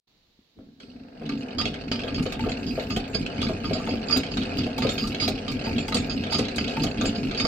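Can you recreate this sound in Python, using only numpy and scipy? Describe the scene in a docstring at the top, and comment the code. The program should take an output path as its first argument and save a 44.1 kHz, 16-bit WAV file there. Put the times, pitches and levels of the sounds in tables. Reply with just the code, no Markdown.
"""First comes a soft bump in a small, quiet room; then a hand-cranked, cast-iron milkshake shaker
growls up to speed on a board. Its gear teeth drum the base, grind in the frame and rattle the joints.
The carriage (the part that carries two empty glasses up and down) knocks at the ends of its strokes.
Loose joints clack, the frame clanks and the base thuds. On top of that, metal caps ring,
wire coils jingle and the glasses tick in their holders."""
import sys
import numpy as np
from scipy import signal
from scipy.fft import rfft, irfft
from scipy.io import wavfile
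from scipy.ndimage import uniform_filter1d

SR = 44100
rng = np.random.default_rng(int(sys.argv[2]) if len(sys.argv) > 2 else 0)


def digitize_waveform(pressure):
    """Quantize a signal to 16-bit integers and store it at the path in sys.argv[1].

    Rows of a 2-D input are taken as channels; values are limited to [-1, 1].
    """
    field = np.atleast_2d(pressure).T
    bounded = np.clip(field, -1, 1)
    quanta = np.round(bounded * 32767).astype(np.int16)
    wavfile.write(sys.argv[1], SR, quanta)


N = 329427
T = np.arange(N) / SR

# how fast the crank turns the wheel: (time [s], speed [turns/s])
CRANK_SPEED = [(.55, 0), (.58, .13), (.7, .11), (.76, .06), (.84, .16), (1, .24), (1.14, .26), (1.3, .626),
               (2.2, .786), (3.4, .796), (4.4, .912), (5.2, .846), (6, .93), (7.46, .945)]
# the uneven load in every turn: (position [turns], boost on base [dB], boost on frame and joints [dB])
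WHEEL_LOAD = [(0, 4, 1.5), (0.103, 2, 0.5), (0.2, 2.3, 1), (0.298, -0.5, 1), (0.398, 2.6, 0),
              (.5, -2, -0.5), (.6, 1.5, 1.5), (.7, 0.3, 2.5), (.8, 5, 3.5), (.9, -0.5, -1)]
# the shaft judders as it speeds up: (time [s], rate [judders/s], level [dB])
JUDDERS = [(1.15, 163, -62), (1.2, 164, -45), (1.3, 139, -34), (1.43, 138, -36.5), (1.53, 107, -50)]

# Event levels are relative: each source adds its own gain and tone. # the base bumps on the board; the faint
# first bump, at 0.39 s, comes as a hand takes hold of the crank: (time [s], level [dB])
THUDS = [(0.39, -55.5), (0.589, -45), (0.956, -46), (1.011, -43.5), (1.215, -37), (1.293, -35),
         (1.57, -31.5), (1.916, -34), (2.206, -25), (2.439, -27.5), (2.678, -26.5), (2.966, -23),
         (3.154, -24), (3.207, -27.5), (3.391, -30), (3.542, -27), (4.168, -23.5), (4.384, -27),
         (4.585, -25.5), (4.668, -27.5), (4.846, -23), (5.224, -23.5), (5.672, -25.5), (6.105, -29),
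         (6.387, -26), (6.99, -25), (7.081, -24.5), (7.184, -26), (7.446, -22)]
# the driving rod takes up its slack: (time [s], level [dB])
CLANKS = [(1.294, -42.5), (1.584, -37.5), (1.601, -37), (1.917, -39.5), (2.076, -43.5), (2.181, -42),
          (2.322, -44), (2.439, -39), (2.903, -40.5), (3.426, -37.5), (3.485, -43), (3.642, -37),
          (3.73, -49), (3.798, -40.5), (4.099, -34), (4.119, -41), (4.164, -47), (4.583, -47), (4.824, -38),
          (5.039, -37), (5.223, -39), (5.276, -48), (5.479, -40.5), (5.922, -35), (6.323, -41),
          (6.385, -44), (6.582, -46), (6.835, -43), (7.009, -38), (7.404, -37.5), (7.449, -34)]
# the heavy wheel drops over in its bearing: (time [s], level [dB])
CLUNKS = [(2.393, -34.5), (2.785, -43), (3.873, -36.5), (4.783, -35), (5.667, -36), (5.884, -36),
          (6.324, -33.5), (6.769, -31)]
# the carriage lands: (time [s], level [dB])
KNOCKS = [(.586, -55.5), (1.216, -40.5), (1.656, -36), (2.038, -39), (2.257, -32), (2.459, -31.5),
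          (2.774, -34), (2.965, -30.5), (3.149, -37), (3.492, -30.5), (3.706, -31.5), (3.749, -35),
          (3.88, -33), (3.932, -35), (4.167, -30.5), (4.665, -34), (4.78, -35), (4.845, -28),
          (5.279, -31.5), (5.665, -34), (5.776, -41), (5.95, -28.5), (6.388, -29.5), (6.84, -33.5),
          (6.862, -36), (7.035, -30.5), (7.451, -34)]
# the hardest clacks of the joints: (time [s], level [dB])
CLACKS = [(0.802, -39.5), (1.262, -35.5), (1.2914, -27.5), (1.5837, -29), (1.613, -21.5), (1.6547, -19),
          (1.741, -28.5), (1.9154, -20), (1.958, -31), (1.992, -27), (2.035, -28.5), (2.144, -29),
          (2.263, -27), (2.322, -25.5), (2.4931, -25), (2.5172, -25), (2.7971, -27.5), (2.9036, -28),
          (2.9627, -20.5), (3.1459, -27), (3.262, -24.5), (3.4171, -21), (3.466, -27), (3.732, -24.5),
          (3.908, -28.5), (4.162, -20), (4.234, -25.5), (4.265, -33), (4.3707, -21), (4.433, -28.5),
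          (4.634, -29.5), (4.5853, -29.5), (4.783, -29.5), (4.821, -21.5), (4.868, -23), (4.891, -18.5),
          (4.9794, -22.5), (5.146, -25), (5.2, -24), (5.226, -28), (5.2773, -18.5), (5.48, -25.5),
          (5.596, -35), (5.781, -22), (5.8823, -32), (5.923, -22), (5.968, -21), (6.237, -26),
          (6.3226, -27), (6.348, -21.5), (6.39, -21.5), (6.452, -28.5), (6.4832, -26.5), (6.5821, -18),
          (6.6415, -24), (6.679, -25), (6.866, -29), (7.0116, -19), (7.0538, -21.5), (7.092, -29),
          (7.311, -26.5), (7.347, -26.5), (7.374, -31), (7.3987, -19)]
# the first cap hits its glass: (time [s], level [dB])
CAP_A_HITS = [(1.5838, -33.5), (1.9155, -39), (2.144, -43), (2.665, -42.5), (2.9053, -39), (3.1467, -35),
              (3.4271, -38.5), (3.652, -45.5), (3.7334, -40.5), (3.892, -43), (4.0841, -41),
              (4.1091, -31.5), (4.1244, -30.5), (4.312, -44.5), (4.5835, -40.5), (4.82, -43), (4.9816, -38),
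              (5.0225, -41), (5.2001, -35), (5.2265, -32.5), (5.482, -45), (5.64, -42), (6.0965, -38.5),
              (6.3061, -42), (6.328, -33.5), (6.3444, -32), (6.5819, -40.5), (6.695, -51), (6.82, -42),
              (7.056, -43.5), (7.15, -46), (7.3756, -36), (7.3994, -34), (7.4505, -34)]
# the second cap hits its glass: (time [s], level [dB])
CAP_B_HITS = [(2.4947, -50), (3.7324, -47.5), (4.1594, -48), (4.8953, -38.5), (5.782, -46), (5.9688, -35.5),
              (7.0559, -36.5)]
# a glass ticks in its holder: (time [s], level [dB], sizzle level [dB])
TICKS = [(2.225, -39.5, -65), (2.322, -41.5, -49), (2.967, -41, -48), (3.415, -41, -64),
         (4.171, -32.5, -34), (4.78, -36.5, -41), (5.072, -36, -58), (5.213, -40, -60),
         (5.282, -33.5, -37.5), (5.5157, -41, -52), (5.88, -36.5, -50), (5.944, -25, -43),
         (6.323, -37.5, -48), (6.384, -32, -55), (6.559, -34.5, -49), (6.8344, -31, -41)]
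# dry metal slides with a faint hiss: (start [s], end [s], level [dB])
SCRAPES = [(2.525, 2.98, -59), (4.738, 5.267, -54.5)]
# a wire coil brushes its glass: (time [s], level [dB])
BRUSHES = [(2.875, -55), (4.555, -52), (4.92, -46), (5.228, -52), (5.665, -55), (6.048, -57), (6.762, -64),
           (7.02, -54), (7.09, -65)]

# A mode is a note that a struck part rings at; t60 is the time it takes to fade by 60 dB.
# modes of the base, frame, wheel, coils and caps: (pitch [Hz], level [dB], t60 [s])
BASE_MODES = [(227.5, 2.5, 0.044), (266, -5.5, 0.17), (392, -19.5, 0.19)]
FRAME_MODES = [(895, -5, .08), (1120, -4, .06), (1211, 0, .11), (1305, -2, .07)]
WHEEL_MODES = [(776, -5.5, .07), (861, 2, 0.06), (901, 4.5, 0.072)]
COIL_MODES = [(5900, -14, .05), (6460, 5.5, 0.14), (7400, -4.5, 0.12), (8470, -6, 0.042), (11500, -9, .03),
              (14600, -12, .02)]
CAP_A_MODES = [(4380, -13, .05), (4535, -9, .09), (4740, -7, .04), (4815, -4, .07), (4829, -5, .17),
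               (5173, -18, .4), (6638, -21, .12)]
CAP_B_MODES = [(5176, -11, .3), (6640, -8, .09), (7203, -2, .14), (7450, -9, .09), (8226, -11, .12)]
# pitches that the base and frame strengthen: (centre [Hz], width [Hz], boost [dB])
BODY_PEAKS = [(54, 10, 6.5), (93.4, 15.3, 6.5), (158.3, 11, 6), (225.7, 25, 6.5), (270.6, 40, 9),
              (384, 58, 6), (447, 84, 8.5), (515.4, 60, 9), (632, 45, 9), (732, 80, 11.5), (1204, 72, 4),
              (1347, 165, 7), (1625, 19, 7), (2194, 77, 10.5), (2547, 130, 5), (2654, 58, 3),
              (3220, 334, 7), (4380, 200, 3.5)]

# the tone of each sound, from bass to treble: (frequency [Hz], level [dB])
AIR_TONE = [(15, -70), (25, 13), (108, -1.5), (185, 2.5), (1480, -14.5), (3430, -9.5), (3920, -5),
            (7000, -24.5), (8830, -41), (12000, -27.5)]
BASE_TONE = [(15, -48), (28, -1), (45, -3), (62, -10), (90, -5), (125, -5), (180, -7.5), (250, -4.5),
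             (340, -17), (500, -34.5), (1000, -56.5), (3000, -82.5)]
FRAME_TONE = [(100, -37.5), (340, -5.5), (480, -4.5), (850, -2.5), (1000, -3.5), (1250, -6.5), (1800, -4.5),
              (3000, -28.5), (8000, -55)]
JOINT_TONE = [(200, -8.5), (900, -8.5), (1800, -9), (2400, -7), (3400, -4.5), (4500, -2), (5500, -9.5),
              (6800, -13.5), (8300, -26), (10000, -45), (15000, -38)]
RATTLE_TONE = [(200, -7), (700, -6), (1800, -4), (2500, -7), (3400, -6.5), (4500, 5.5), (5500, -2.5),
               (6800, -23.5), (8300, -15), (10000, -39.5)]
KNOCK_TONE = [(100, -38), (250, -22), (340, -6), (650, -5.5), (850, -6), (1100, -5.5), (1800, -18),
              (3000, -16), (8000, -39.5)]
CRACK_TONE = [(300, -11), (850, -13.5), (1350, -3), (1700, -10.5), (2200, -7), (3000, -11.5), (8000, -37)]
GLASS_TONE = [(500, 3), (2500, -7.5), (4500, 9), (6500, -3.5), (8500, -5.5), (10200, -15), (11600, -13),
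              (13000, -29), (16000, -27)]
SIZZLE_TONE = [(6000, -1), (10500, -18.5), (11600, 2), (12700, -8), (14700, 0.5), (16000, -10)]
# how wide the sound spreads: (frequency [Hz], gain on the left-right difference [dB])
STEREO_WIDTH = [(60, -11.5), (140, -17.5), (260, -11), (500, -3.5), (1000, -4), (2000, 0.5)]
# which side the sound leans to: (frequency [Hz], left minus right [dB])
STEREO_TILT = [(300, 0), (480, 4), (700, -0.5), (2300, -0.5), (4200, -7.5), (4800, -8), (5300, 0.5),
               (7000, 12), (9600, 12.5), (11500, 0), (13000, 2), (14500, -8.5)]

TEETH_PER_TURN, STROKES_PER_TURN = 110, 5
WORKING_SPEED = .85  # turns per second
# how each sound follows the crank:
# (level at working speed [dB], rise per doubling of speed [dB], swell [dB], peak of swell [strokes])
ROCKING = (-32.5, 6.5, 2, 3)
DRUMMING = (-30.5, 8, 3, 3)
GRINDING = (-41, 8.5, 3.5, 1.5)
RATTLING = (-42.5, 12, .5, 2)
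ON_BASE, ON_JOINTS = 1, 2  # columns of WHEEL_LOAD
ROOM_T60_S, TOP_HZ = .25, 15750


def undb(db):
    """Turn decibels into a gain."""
    return 10 ** (np.asarray(db) / 20)


def unit(x):
    """Scale a sound to an average power of 1."""
    return x / np.sqrt(np.mean(x ** 2))


def even(x, span_s):
    """Hold the slow level at 1 but keep the quick flicker."""
    power = uniform_filter1d(np.mean(x ** 2, axis=0), int(span_s * SR) + 1)
    return x / np.sqrt(power.clip(0) + 1e-6)


def curve(table, column):
    """Join the points of a time table, giving a value for every sample."""
    rows = np.array(table)
    return np.interp(T, rows[:, 0], rows[:, column])


def shape_db(points, hz):
    """Read a tone table at any frequency, on a scale of octaves."""
    rows = np.array(points)
    return np.interp(np.log(hz + 1), np.log(rows[:, 0]), rows[:, 1])


def add(out, s, sound):
    """Mix a sound in, starting at s seconds."""
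    start = max(int(s * SR), 0)
    part = out[..., start:start + sound.shape[-1]]
    part += sound[..., :part.shape[-1]]


def convolve(x, response):
    """Filter a sound: every sample sets off a copy of the response."""
    return signal.oaconvolve(np.atleast_2d(x), np.atleast_2d(response), axes=1)[:, :N]


def tight_filter(gain):
    """The quickest filter response with this tone (minimum phase); energy 1."""
    cepstrum = irfft(np.log(gain))
    half = len(cepstrum) // 2
    cepstrum[1:half] *= 2
    cepstrum[half + 1:] = 0
    response = irfft(np.exp(rfft(cepstrum)))
    return response / np.linalg.norm(response)


def colour(x, tone, peaks=(), size=16384):
    """Give a sound a broad tone, plus any narrow peaks."""
    hz = np.arange(size // 2 + 1) * SR / size
    gain = undb(shape_db(tone, hz))
    for centre, width, db in peaks:
        gain *= np.sqrt(1 + (undb(db) ** 2 - 1) / (1 + (2 * (hz - centre) / width) ** 2))
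    return convolve(x, tight_filter(gain))


def below(x, edge_hz):
    """Keep the part of a sound below a frequency."""
    return signal.sosfiltfilt(signal.butter(2, edge_hz, fs=SR, output="sos"), x)


def fade(t60, size=22050):
    """A level that falls by 60 dB every t60 seconds."""
    return np.exp(-np.log(1000) * np.arange(size) / SR / t60)


def burst(t60, size=22050):
    """A puff of fading noise; energy 1."""
    noise = fade(t60, size) * rng.standard_normal(size)
    return noise / np.linalg.norm(noise)


def radiate(x, ring_t60, room_db):
    """Add a part's short ring and the room's echo, by a separate path to each ear."""
    paths = []
    for _ in range(2):
        path = burst(ring_t60) + undb(room_db) * burst(ROOM_T60_S)
        power = uniform_filter1d(np.abs(rfft(path)) ** 2, size=25)
        path = convolve(path, tight_filter(1 / np.sqrt(power)))[0]  # flatten its tone
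        paths.append(path / np.linalg.norm(path))
    return convolve(x, np.array(paths))


def contact(grit_t60, ring_share, band_hz=(1100, 4100), count=4, size=4096):
    """Iron touches iron: grit plus a few short notes that depend on the spot hit; energy 1."""
    envelope = fade(.02, size) * (1 - fade(.0005, size))
    hz = rng.uniform(*band_hz, (count, 1))
    ring = envelope * np.sin(2 * np.pi * (hz * T[:size] + rng.random((count, 1)))).sum(axis=0)
    touch = burst(grit_t60, size) + ring_share * ring / np.linalg.norm(ring)
    return touch / np.linalg.norm(touch)


def bounces(gap_s, loss_db, count=5):
    """A springy part hits, then bounces at uneven gaps, ever more weakly."""
    train = np.zeros(4096)
    times = np.cumsum(gap_s * rng.uniform(.66, 1.5, count))
    at = ((times - times[0]) * SR).astype(int).clip(0, 4095)
    train[at] = undb(-loss_db * np.arange(count))
    return train


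def strike(modes, detune, scatter_db, size=8192):
    """One blow rings a set of modes, whose pitch and balance vary with the spot hit; energy 1."""
    hz, db, t60 = np.array(modes).T[:, :, None]
    pitch_luck, sign_luck, level_luck = rng.standard_normal((3, len(modes), 1))
    waves = np.sin(2 * np.pi * hz * (1 + detune * pitch_luck) * T[:size]) * np.sign(sign_luck)
    ring = (undb(db + scatter_db * level_luck) * fade(t60, size) * waves).sum(axis=0)
    return ring / np.linalg.norm(ring)


def bouncing_strike(modes, gap_s, loss_db, detune, scatter_db):
    """Four ever weaker blows on the same modes; energy 1."""
    out, train = np.zeros(12288), bounces(gap_s, loss_db, count=4)
    for at in np.flatnonzero(train):
        add(out, T[at], train[at] * strike(modes, detune, scatter_db))
    return out / np.linalg.norm(out)


def turns():
    """How many turns the wheel has made so far."""
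    return np.cumsum(curve(CRANK_SPEED, 1)) / SR


def load_db(part, column):
    """A part gets louder with speed, swells once a stroke and follows the wheel's uneven load."""
    working_db, per_doubling_db, swell_db, peak = part
    wheel, turn = np.array(WHEEL_LOAD), turns()
    doublings = np.log2(curve(CRANK_SPEED, 1) / WORKING_SPEED + 1e-4)
    swell = np.cos(2 * np.pi * (turn * STROKES_PER_TURN - peak))
    uneven_db = np.interp(turn, wheel[:, 0], wheel[:, column], period=1)
    return working_db + per_doubling_db * doublings + swell_db * swell + uneven_db


def each_stroke(count, first, scatter):
    """Sample positions, count per stroke, each a bit early or late; first and scatter are in strokes."""
    stroke = turns() * STROKES_PER_TURN
    due = np.arange(first, stroke[-1], 1 / count)
    return np.searchsorted(stroke, due + scatter * rng.standard_normal(len(due))).clip(0, N - 1)


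def jolts(blows, gain_db, decay_s):
    """How hard the loose parts shake as each blow dies away."""
    out, tail = np.zeros(N), np.exp(-T[:16384] / decay_s)
    for s, db in blows:
        add(out, s, undb(db + gain_db) * tail)
    return out


def room_air():
    """The faint, steady hush of the room."""
    return undb(-64.5) * colour(rng.standard_normal((2, N)), AIR_TONE)


def coil_brushes(under_rattle_db=25.5, brush_s=.043):
    """The wire coils slide on the glass: a fine hiss once a stroke, and short bright splashes."""
    sliding = np.cos(np.pi * (turns() * STROKES_PER_TURN - RATTLING[-1])) ** 2
    level = sliding * undb(load_db(RATTLING, ON_JOINTS) - under_rattle_db)
    swell = np.hanning(int(brush_s * SR))
    for s, db in BRUSHES:
        add(level, s, undb(db) * swell)
    return colour(level * rng.standard_normal((2, N)), SIZZLE_TONE)


def coil_jingles(level_db=-30, spread_db=5.5):
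    """The wire coils under the caps jingle three times a stroke, louder at speed."""
    out, speed = np.zeros(N), curve(CRANK_SPEED, 1) / WORKING_SPEED
    for at in each_stroke(count=3, first=.7, scatter=.1):
        gain = speed[at] ** 2 * undb(level_db + spread_db * np.tanh(rng.standard_normal()))
        jingle = bouncing_strike(COIL_MODES, gap_s=.012, loss_db=.5, detune=.0248, scatter_db=7)
        add(out, T[at], gain * jingle)
    return radiate(out, ring_t60=.02, room_db=-14)


def glass_ticks():
    """Glass hits its metal holder with a hard, sizzling tick; dry sliding adds a hiss."""
    blows, grit = np.zeros((2, N))
    for s, db, sizzle_db in TICKS:
        train = bounces(gap_s=.004, loss_db=4.5, count=4)
        add(blows, s, undb(db + 26.5) * convolve(burst(.011), train)[0])
        add(grit, s, undb(sizzle_db + 25) * convolve(burst(.01), train)[0])
    for start, end, db in SCRAPES:
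        swell = np.hanning(int((end - start) * SR))
        add(grit, start, undb(db) * swell * rng.standard_normal(len(swell)))
    return (colour(radiate(blows, ring_t60=.078, room_db=-16.5), GLASS_TONE)
            + colour(radiate(grit, ring_t60=.033, room_db=-49), SIZZLE_TONE))


def cap_chatter(hits, modes, ring_db, buzz_db, gap_s, detune):
    """A domed cap bounces on its glass; each bounce clicks and rings it like a small bell."""
    rings, clicks = np.zeros((2, N)), np.zeros(N)
    longest = max(t60 for *_, t60 in modes)
    for s, db in hits:
        train = bounces(gap_s, loss_db=1.7, count=6) * undb(2.5 * rng.standard_normal(4096))
        for hz, mode_db, t60 in modes:
            envelope = fade(t60) * (1 - fade(.0025))
            # the notes that the glass muffles most also shift most from hit to hit
            pitch = hz * (1 + detune * longest / t60 * rng.standard_normal())
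            phase = 2 * np.pi * (pitch * T[:len(envelope)] + rng.random((2, 1)))
            ring = convolve(envelope * np.sin(phase), train)
            gain = undb(db + mode_db + rng.uniform(-1.34, 2))
            add(rings, s, gain * ring * np.linalg.norm(envelope) / np.linalg.norm(ring))
        add(clicks, s, undb(db) * convolve(contact(.016, .5), train / np.linalg.norm(train))[0])
    buzz = colour(radiate(clicks, ring_t60=.052, room_db=-18.5), JOINT_TONE, BODY_PEAKS)
    return undb(ring_db) * rings + undb(buzz_db) * buzz


def shaft_growl():
    """The shaft sticks and slips in its bearing, sending a rough, falling note through the base."""
    cycle = np.floor(np.cumsum(curve(JUDDERS, 1)) / SR)
    slips = np.diff(cycle, prepend=0) * undb(2 * rng.standard_normal(N))
    running = (T > JUDDERS[0][0]) & (T < JUDDERS[-1][0])
    level = running * undb(curve(JUDDERS, 2))
    return colour(unit(slips - slips.mean()) * level, BASE_TONE, BODY_PEAKS)[0]


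def base_thuds():
    """The base bumps on its board: a few low notes over a dull thump."""
    rings, thumps = np.zeros((2, N))
    for s, db in THUDS:
        add(rings, s, undb(db) * strike(BASE_MODES, detune=.087, scatter_db=6))
        add(thumps, s, undb(db) * burst(.082))
    return undb(26) * rings + undb(24.5) * colour(thumps, BASE_TONE, BODY_PEAKS)


def clanks_and_clunks():
    """The driving rod clanks the frame and the wheel drops with a clunk; both start with a crack."""
    rings, cracks = np.zeros((2, N))
    for s, db in CLANKS:
        clank = bouncing_strike(FRAME_MODES, gap_s=.012, loss_db=4, detune=.012, scatter_db=3)
        add(rings, s, undb(db + 32) * clank)
    for s, db in CLUNKS:
        add(rings, s, undb(db + 31) * strike(WHEEL_MODES, detune=.012, scatter_db=2))
    for s, db in CLANKS + CLUNKS:
        add(cracks, s, undb(db) * burst(.032))
    return radiate(rings + undb(26) * colour(cracks, CRACK_TONE), ring_t60=.018, room_db=-10)


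def carriage_knocks():
    """The heavy carriage lands and bounces: a hollow knock that rings on in the base and frame."""
    blows = np.zeros(N)
    for s, db in KNOCKS:
        train = bounces(gap_s=.011, loss_db=5)
        add(blows, s, undb(db) * convolve(contact(.04, .15, band_hz=(400, 900)), train)[0])
    return undb(30) * colour(radiate(blows, ring_t60=.045, room_db=-6.5), KNOCK_TONE, BODY_PEAKS)


def joint_clacks(spread_db=6.5):
    """Iron hits iron in the loose joints: hard blows that bounce twice, with softer scuffs between."""
    blows, scuffs = np.zeros((2, N))
    for s, db in CLACKS:
        train = bounces(gap_s=.0078, loss_db=11, count=3)
        add(blows, s, undb(db - 1.5) * convolve(contact(.012, .56), train)[0])
    scuff_db = load_db(RATTLING, ON_JOINTS) + 3.5
    for at in each_stroke(count=1.8, first=.8, scatter=.15):
        scuff = convolve(contact(.035, .65), bounces(gap_s=.005, loss_db=5, count=3))[0]
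        add(scuffs, T[at], undb(scuff_db[at] + spread_db * np.tanh(rng.standard_normal())) * scuff)
    blows += below(scuffs, edge_hz=5000)
    return undb(21) * colour(radiate(blows, ring_t60=.048, room_db=-10), JOINT_TONE, BODY_PEAKS)


def joint_rattle(jump_chance=.75, rasp_s=.8, rasp_decay_s=.096):
    """Most gear teeth make a loose joint jump; at low speed the joints mostly scrape."""
    speed, tooth = curve(CRANK_SPEED, 1), turns() * TEETH_PER_TURN
    chatter = np.zeros(N)
    jumps = np.flatnonzero(rng.random(int(tooth[-1])) < jump_chance)
    for at in np.searchsorted(tooth, jumps + .45 * rng.standard_normal(len(jumps))).clip(0, N - 1):
        gain = undb(6 * speed[at] * np.tanh(rng.standard_normal()))
        add(chatter, T[at], gain * contact(.013, 1.1, band_hz=(2350, 3000), count=2, size=2048))
    scrape = undb(-22) / (speed ** 2 + .08) * rng.standard_normal(N)
    ringing = radiate(unit(chatter) + scrape, ring_t60=.04, room_db=-6)
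    rattle = even(colour(ringing, RATTLE_TONE, BODY_PEAKS), span_s=.11)
    # the dry shaft rasps as it breaks free
    rasp = undb(-51) * (T > rasp_s) * np.exp(-np.abs(T - rasp_s) / rasp_decay_s)
    shaking = jolts(CLACKS, gain_db=-16.5, decay_s=.029)
    return rattle * np.hypot(undb(load_db(RATTLING, ON_JOINTS)) + rasp, shaking)


def tooth_blows(scatter_db, jitter_teeth, rub_db):
    """Each tooth of the wheel hits the small gear a bit unevenly, over the rub of sliding iron."""
    tooth = turns() * TEETH_PER_TURN
    count = int(tooth[-1])
    time_luck, level_luck = rng.standard_normal((count, 2)).T
    at = np.searchsorted(tooth, np.arange(count) + jitter_teeth * time_luck).clip(0, N - 1)
    blows = np.bincount(at, undb(scatter_db * np.tanh(level_luck)), N)
    return unit(blows) + undb(rub_db) * rng.standard_normal(N)


def gears(rocks_from_s=1.55, still_board_db=-11):
    """The gear teeth drum the base, rock the board and grind in the frame."""
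    teeth = tooth_blows(scatter_db=2, jitter_teeth=.2483, rub_db=-4.5)
    rough_teeth = teeth + undb(1.5) * rng.standard_normal((2, N))
    drum = even(colour(rough_teeth, BASE_TONE, BODY_PEAKS), span_s=.076)
    rock = below(drum, edge_hz=130)
    # the board lies nearly still until the first full stroke shakes it
    rock_db = load_db(ROCKING, ON_BASE) + still_board_db * (T < rocks_from_s)
    ringing = radiate(teeth, ring_t60=.043, room_db=-3.5)
    grind = even(colour(ringing, FRAME_TONE, BODY_PEAKS), span_s=.11)
    shaking = jolts(KNOCKS, gain_db=-10.5, decay_s=.05)
    return (rock * undb(rock_db) + (drum - rock) * undb(load_db(DRUMMING, ON_BASE))
            + grind * np.hypot(undb(load_db(GRINDING, ON_JOINTS)), shaking))


def scene():
    """Mix the room and the machine; the bass sits near the middle and the treble leans left or right."""
    mix = room_air() + gears() + joint_rattle() + joint_clacks() + carriage_knocks()
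    mix += clanks_and_clunks() + base_thuds() + shaft_growl()
    mix += cap_chatter(CAP_A_HITS, CAP_A_MODES, ring_db=14.5, buzz_db=29.5, gap_s=.005, detune=.00091)
    mix += cap_chatter(CAP_B_HITS, CAP_B_MODES, ring_db=4.5, buzz_db=25, gap_s=.0057, detune=.00023)
    mix += glass_ticks() + coil_jingles() + coil_brushes()
    left, right = rfft(mix)
    hz = np.arange(len(left)) * SR / N
    mid = (left + right) / 2
    side = (left - right) / 2 * undb(shape_db(STEREO_WIDTH, hz))
    tilt = undb(shape_db(STEREO_TILT, hz) / 2)
    return irfft(np.array([(mid + side) * tilt, (mid - side) / tilt]), N)


def record(dry):
    """Fade in quickly after a moment of near silence, and cut the highest treble."""
    fade_in = np.interp(T, [.07, .078], [.03, 1])
    return signal.sosfilt(signal.ellip(10, .2, 80, TOP_HZ, fs=SR, output="sos"), dry * fade_in)


dry = scene()
out = record(dry)
digitize_waveform(out)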